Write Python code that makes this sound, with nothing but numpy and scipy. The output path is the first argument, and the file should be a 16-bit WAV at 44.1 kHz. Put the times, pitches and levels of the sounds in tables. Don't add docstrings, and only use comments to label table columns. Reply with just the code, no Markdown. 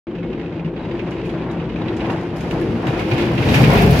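import sys
import numpy as np
from scipy import signal
from scipy.fft import rfft, irfft
from scipy.io import wavfile

SR = 44100
rng = np.random.default_rng(int(sys.argv[2]) if len(sys.argv) > 2 else 0)


def unload_audio(sound):
    columns = np.transpose(np.atleast_2d(sound))
    steps = np.round(np.clip(columns, -1, 1) * 32767)
    wavfile.write(sys.argv[1], SR, steps.astype(np.int16))


N = 176400

# start_s, level_db, decay_s, focus_hz
SEAM_KNOCKS = [(0.15, -38.5, 0.014, 2750), (0.183, -39, .012, 2690), (.229, -37.5, 0.015, 2200),
               (0.329, -33.5, 0.01, 2600), (0.377, -39, 0.012, 1700), (.395, -38, 0.0098, 2930),
               (0.412, -36, 0.01, 1950), (.458, -38.5, 0.016, 2560), (.524, -39, 0.0092, 2200),
               (.594, -35.5, 0.0085, 2520), (0.646, -36.5, 0.014, 2900), (0.659, -37.5, .007, 1810),
               (.763, -39, 0.016, 3330), (0.794, -42.5, 0.015, 3530), (.835, -40, 0.0065, 3650),
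               (0.91, -33.5, 0.014, 3200), (.992, -29, .014, 2580), (1.115, -38, 0.031, 2900),
               (1.258, -36.5, .012, 2380), (1.291, -35.5, 0.017, 3300), (1.336, -38.5, 0.014, 3200),
               (1.396, -38, .01, 1800), (1.413, -43, .01, 2850), (1.499, -39, 0.0084, 3800),
               (1.599, -34.5, 0.013, 2950), (1.697, -36, 0.011, 2930), (1.759, -30, .009, 2553),
               (1.816, -35, 0.0092, 3540), (1.882, -29.5, 0.012, 3480), (2.004, -29, .013, 2970),
               (2.047, -31.5, 0.016, 2670), (2.098, -30, .014, 2750), (2.51, -24.5, 0.0069, 2930),
               (2.614, -32.5, .014, 1790), (2.867, -26.5, 0.026, 3120), (2.992, -26.5, 0.025, 2273),
               (3.112, -20.5, 0.019, 2470), (3.179, -26, 0.032, 3080), (3.378, -23, 0.015, 2750),
               (3.424, -24, 0.017, 2580), (3.486, -22, .019, 3760), (3.541, -15.5, 0.027, 2650),
               (3.638, -17.5, .019, 2330)]
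# pitch_hz, width_hz, level_db
STEEL_MODES = [(1440, 17, -15.5), (1740, 40, 1.5), (1900, 25, -2), (2154, 21, 2), (2410, 28, -4.5),
               (2454, 90, 2), (2670, 140, 0.5), (2910, 90, -7), (3380, 45, -12.5), (3800, 65, -2),
               (4150, 55, -7.5), (4740, 100, -8.5)]
KNOCK_RISE_S = .00073


def undb(db):
    return 10 ** (np.asarray(db) / 20)


def unit(x):
    return x / np.sqrt(np.mean(x ** 2))


def clock():
    return np.arange(N) / SR


def fader(curve):
    return undb(np.interp(clock(), *np.array(curve).T))


def response(points):
    hz, db = np.array(points).T
    return undb(np.interp(np.log(np.fft.rfftfreq(N, 1 / SR) + 1), np.log(hz), db))


def colour(x, points):
    return irfft(rfft(x) * unit(response(points)), N)


def ring(x, modes):
    f = np.fft.rfftfreq(N, 1 / SR) + 1
    power = 0
    for hz, width_hz, db in modes:
        offset = (f * f - hz * hz) / (f * width_hz)
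        power += undb(db) ** 2 / (1 + offset ** 2) ** 1.85
    return irfft(rfft(x) * unit(np.sqrt(power)), N)


def nearness():
    far_s, close_s = 2.02, 3.74
    return np.clip((clock() - far_s) / (close_s - far_s), 0, 1)


def noise():
    # freq_hz, side_db
    width_far = [(50, -21.5), (300, -33), (600, -13.5), (1000, -9.5), (1600, -4), (3000, -7.5), (4500, 2.5),
                 (7000, -0.5), (16000, 2.5)]
    width_near = [(50, -35.5), (170, -19.5), (300, -11.5), (600, -11), (900, -1.5), (1250, 1), (2500, 0),
                  (4000, -0.5), (16000, -1)]
    mid, side = rfft(rng.standard_normal((2, N)))
    near = nearness()
    out = 0
    for share, width in ((1 - near, width_far), (near, width_near)):
        side_gain = response(width)
        left_right = mid + np.array([[1], [-1]]) * side_gain * side
        out += share * irfft(left_right / np.hypot(1, side_gain), N)
    return out


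def rattle(per_s, scatter_db, decay_s, share):
    struck = rng.random(N) < per_s / SR
    strength = undb(scatter_db * np.clip(rng.standard_normal(N), -2, 2))
    power = signal.lfilter([1], [1, -np.exp(-2 / (decay_s * SR))], struck * strength ** 2)
    share = np.clip(share, 0, 1)
    return noise() * np.sqrt(1 - share + share * power / power.mean())


def bursts(rows, rise_s, tail_db=-100, tail_s=.044):
    envelope, age = np.zeros(N + SR), clock()[:SR // 2]
    for start_s, db, decay_s in rows:
        at = int(start_s * SR)
        fall = np.exp(-age / decay_s) + undb(tail_db) * np.exp(-age / tail_s)
        envelope[at:at + len(age)] += undb(db) * (1 - np.exp(-age / rise_s)) * fall
    return noise() * envelope[:N]


def roof(x, t60_s=.17, rise_s=.0074, echo_db=-18):
    t = clock()[:SR]
    envelope = np.exp(-np.log(1000) * t / t60_s) * (1 - np.exp(-t / rise_s))
    tail = unit(rng.standard_normal((2, SR)) * envelope) / np.sqrt(SR)
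    return x + undb(echo_db) * signal.fftconvolve(x, tail, axes=1)[:, :N]


def trough_rumble():
    # pitch_hz, width_hz, level_db
    modes = [(56.5, 29, -8.5), (107, 8.1, -7), (138, 35, -8.5), (169.7, 11.9, 4), (220.7, 54, -4.5),
             (292.4, 56, -5), (356.4, 62, -3), (444.5, 70, -10.5), (516, 50, -10)]
    # time_s, level_db
    levels = [(.07, -29), (.17, -29.5), (.26, -23), (.5, -28.5), (.75, -27), (.97, -25.5), (1.6, -25.5),
              (2.1, -24), (2.35, -29.5), (2.58, -20.5), (2.8, -23.5), (3.22, -20), (3.38, -31.5),
              (3.65, -23.5), (4, -34)]
    return unit(ring(noise(), modes)) * fader(levels)


def track_drone(width_hz=21, steadiness=.36):
    # time_s, pitch_hz, level_db
    path = [(0.068, 332, -30), (.29, 348, -35.5), (0.451, 326, -33.5), (.76, 327.3, -35.5), (.96, 342, -29),
            (1.249, 345.8, -30.5), (1.519, 328.1, -38), (1.8, 318.7, -30), (2.1, 330, -27),
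            (2.35, 324.6, -36), (2.62, 331, -27.5), (3.001, 325, -29.5), (3.25, 347.1, -20),
            (3.55, 334, -41)]
    time_s, hz, db = np.array(path).T
    bumps = rng.standard_normal(N) + 1j * rng.standard_normal(N)
    swell = signal.sosfilt(signal.butter(2, width_hz / 2, fs=SR, output="sos"), bumps)
    swell /= (np.abs(swell) + 1e-12) ** steadiness
    turns = np.cumsum(np.interp(clock(), time_s, hz)) / SR
    tone = np.real(swell * np.exp(2j * np.pi * turns))
    return unit(tone) * undb(np.interp(clock(), time_s, db))


def shell(thump_rise_s=.021, thump_decay_s=.014):
    # freq_hz, gain_db
    boom_colour = [(20, -31), (35, -29), (58, -4), (87, -4), (125, 3), (175, -5), (225, -3.5), (330, -6.5),
                   (385, -15.5), (440, -8.5), (560, -14.5), (800, -28.5), (1400, -49), (4000, -89.5)]
    # pitch_hz, width_hz, level_db
    modes = [(63, 28, -1), (110.6, 8.1, -1.5), (144, 36, 4), (178, 38, -1), (391.6, 14, -2.5),
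             (426, 17, -0.5), (554, 37, -10), (692, 23, -11)]
    # time_s, level_db
    boom_levels = [(.07, -48.5), (.5, -35.5), (1.5, -30.5), (1.95, -26), (2.3, -27), (2.6, -26.5),
                   (3.05, -26), (3.38, -19), (3.5, -13), (3.62, -12.5), (3.86, -15.5), (4, -15)]
    ring_levels = [(3.3, -62.5), (3.55, -18), (3.72, -14), (3.9, -9), (4, -35)]
    # start_s, pitch_hz, peak_db
    thumps = [(0.645, 157, -17.5), (1.249, 163, -26), (2.605, 340, -19), (2.728, 235, -16),
              (2.875, 127.7, -13.5), (3.114, 124, -10), (3.839, 159.5, -14.5), (3.908, 148, -7)]
    out = unit(colour(noise(), boom_colour)) * fader(boom_levels)
    out += unit(ring(noise(), modes)) * fader(ring_levels)
    for start_s, hz, db in thumps:
        age = np.maximum(clock() - start_s, 0)
        envelope = (1 - np.exp(-(age / thump_rise_s) ** 2)) * np.exp(-age / thump_decay_s)
        tone = np.sin(2 * np.pi * (hz * age + rng.random()))
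        out += undb(db) * envelope / envelope.max() * tone
    return out


def runner_grind():
    # freq_hz, gain_db
    spectrum = [(200, -23), (450, -5.5), (600, 0.5), (800, -0.5), (1000, -2.5), (1200, -8.5), (1600, -9.5),
                (2200, -17), (4000, -41), (9000, -80.5)]
    # time_s, level_db
    levels = [(.07, -42), (.6, -37.5), (.7, -41.5), (.83, -35.5), (1.25, -37), (1.46, -33), (1.76, -35),
              (1.85, -33), (1.98, -34.5), (2.11, -26), (2.22, -34), (2.4, -35.5), (2.56, -29),
              (2.72, -33.5), (2.86, -27.5), (3.08, -29), (3.21, -26.5), (3.36, -30.5), (3.56, -23),
              (3.71, -19.5), (3.87, -21), (4, -26)]
    grit = rattle(per_s=140, scatter_db=3, decay_s=.015, share=.64)
    return colour(grit, spectrum) * fader(levels)


def edge_scrape(ring_db=-17.5):
    # time_s, level_db
    levels = [(.07, -49), (.2, -49), (.45, -45.5), (.73, -51), (.85, -43), (1.3, -43), (1.65, -44.5),
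              (2.11, -39.5), (2.33, -44), (2.55, -38.5), (2.8, -42), (2.95, -34.5), (3.08, -36),
              (3.22, -28.5), (3.33, -35.5), (3.56, -24.5), (3.66, -28.5), (3.78, -22.5), (3.89, -29.5),
              (4, -26)]
    chatter = rattle(per_s=110, scatter_db=1, decay_s=.012, share=.5 - .54 * nearness())
    chatter *= fader(levels)
    return steel_rasp(chatter) + undb(ring_db) * ring(chatter, STEEL_MODES)


def steel_rasp(x):
    # freq_hz, gain_db
    spectrum = [(400, -35), (1000, -7.5), (1500, -2), (2000, -0.5), (2500, 0.5), (3200, -3.5),
                (4000, -11.5), (5000, -18), (6500, -25.5), (8500, -38), (16000, -76.5)]
    return colour(x, spectrum)


def seam_knocks(crack_db=-4.5, ring_db=-2, crunch_db=4):
    cracks = bursts([row[:3] for row in SEAM_KNOCKS], KNOCK_RISE_S)
    crunch = undb(crunch_db * nearness())
    rasp = steel_rasp(undb(crack_db) * crunch * roof(cracks))
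    return rasp + undb(ring_db) / crunch * roof(steel_pings())


def steel_pings(focus_oct=.07, spill_db=-14.5, detune=.012, decay_stretch=1.15):
    out, age = np.zeros((2, N + SR)), clock()[:SR // 6]
    mode_hz, _, mode_db = np.array(STEEL_MODES).T
    for start_s, db, decay_s, focus_hz in SEAM_KNOCKS:
        focus = np.exp(-.5 * (np.log2(mode_hz / focus_hz) / focus_oct) ** 2)
        gain = undb(mode_db) * (undb(spill_db) + focus)
        gain *= np.sqrt(2 / np.sum(gain ** 2))
        phases = np.exp(2j * np.pi * rng.random((2, len(mode_hz))))
        hz = mode_hz * (1 + detune * rng.standard_normal(len(mode_hz)))
        tones = np.exp(2j * np.pi * np.outer(hz, age))
        envelope = (1 - np.exp(-age / KNOCK_RISE_S)) * np.exp(-age / (decay_stretch * decay_s))
        at = int(start_s * SR)
        out[:, at:at + len(age)] += undb(db) * np.real((gain * phases) @ tones) * envelope
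    return out[:, :N]


def ice_chips(skitter_db=-12.5):
    # start_s, level_db, decay_s, fizz_offset_db
    chips = [(.664, -69, .0044, -16), (1.106, -51, .016, -4), (1.252, -57.5, 0.058, 2),
             (1.297, -56, .004, -6), (1.512, -52, .011, -3), (1.965, -47, .014, -7), (2.1, -51.5, .025, 0),
             (2.21, -50, .004, 0), (2.361, -46, .004, 0), (2.368, -45, .003, 2), (2.383, -53, .003, 0),
             (2.407, -42.5, 0.0055, -3), (2.432, -57, .003, 1), (2.508, -45.5, .013, 2),
             (2.61, -54, 0.013, 8), (2.867, -46, 0.055, -1), (2.993, -45.5, .022, -1), (3.11, -50, .02, 4),
             (3.177, -42, .04, -2), (3.487, -43, 0.0066, -5), (3.544, -29, 0.027, -3),
             (3.732, -33, 0.012, 4), (3.775, -37, 0.015, 4), (3.819, -31, .009, 4), (3.908, -35, 0.0098, 9)]
    # freq_hz, gain_db
    crack_colour = [(2000, -15), (5000, -2), (7300, -4.5), (9000, -19.5), (15500, -38)]
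    fizz_colour = [(6000, -33), (9000, -6), (12000, 0.5), (15500, -6)]
    crack = bursts([row[:3] for row in chips], rise_s=.00046, tail_db=skitter_db)
    fizz_rows = [(start_s, db + offset_db, decay_s) for start_s, db, decay_s, offset_db in chips]
    fizz = bursts(fizz_rows, rise_s=.0008, tail_db=skitter_db)
    return roof(colour(crack, crack_colour) + colour(fizz, fizz_colour)) / 2


def ice_spray():
    # freq_hz, gain_db
    spectrum = [(1500, -21.5), (3200, -2), (4800, 2.5), (6300, -5), (8000, -11), (9500, -10.5), (12500, -8),
                (15500, -13.5)]
    # time_s, level_db
    levels = [(.07, -96), (.72, -84.5), (.95, -67.5), (1.7, -72.5), (2.12, -56.5), (2.32, -64),
              (2.5, -54.5), (2.8, -57), (3.2, -46.5), (3.34, -48.5), (3.56, -32.5), (3.68, -35.5),
              (3.8, -34), (3.88, -36.5), (4, -32.5)]
    grains = rattle(per_s=220, scatter_db=8, decay_s=.0024, share=.23)
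    return colour(grains * fader(levels), spectrum)


def edge_carve():
    # pitch_hz, width_hz, level_db
    modes = [(1550, 45, -5.5), (2220, 240, 3), (2395, 170, -2)]
    # time_s, level_db
    levels = [(3.4, -65), (3.56, -32), (3.79, -31), (3.88, -42), (4, -41)]
    return ring(noise(), modes) * fader(levels)


def distance_tilt(x):
    # freq_hz, gain_db
    far_tilt = [(4000, 7.5), (7500, 6), (11000, 2.5), (15500, -14)]
    dull = irfft(rfft(x) * response(far_tilt), N)
    return nearness() * x + (1 - nearness()) * dull


def scene():
    body = trough_rumble() + track_drone() + shell()
    runners = runner_grind() + edge_scrape() + seam_knocks() + edge_carve()
    ice = distance_tilt(ice_chips() + ice_spray())
    hiss = undb(-80) * rng.standard_normal((2, N))
    return body + runners + ice + hiss


def record(dry):
    # freq_hz, left_minus_right_db
    ports = [(50, 1), (400, 2), (800, 1), (1400, 2.5), (1900, 0), (2500, -6), (3300, -2), (4900, 2),
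             (6500, 0), (8000, 15.5), (9200, 11), (10500, 8), (13000, 3.5), (16000, 4)]
    start_s, fade_s, top_hz = .069, .0005, 15800
    tilt = response(ports)
    port_gains = np.array([tilt, np.ones_like(tilt)]) * np.sqrt(2 / (1 + tilt ** 2))
    x = irfft(rfft(dry) * port_gains, N)
    x /= (1 + x ** 8) ** (1 / 8)
    x *= np.clip((clock() - start_s) / fade_s, 0, 1)
    return signal.sosfilt(signal.ellip(10, .2, 80, top_hz, fs=SR, output="sos"), x)


dry = scene()
out = record(dry)
unload_audio(out)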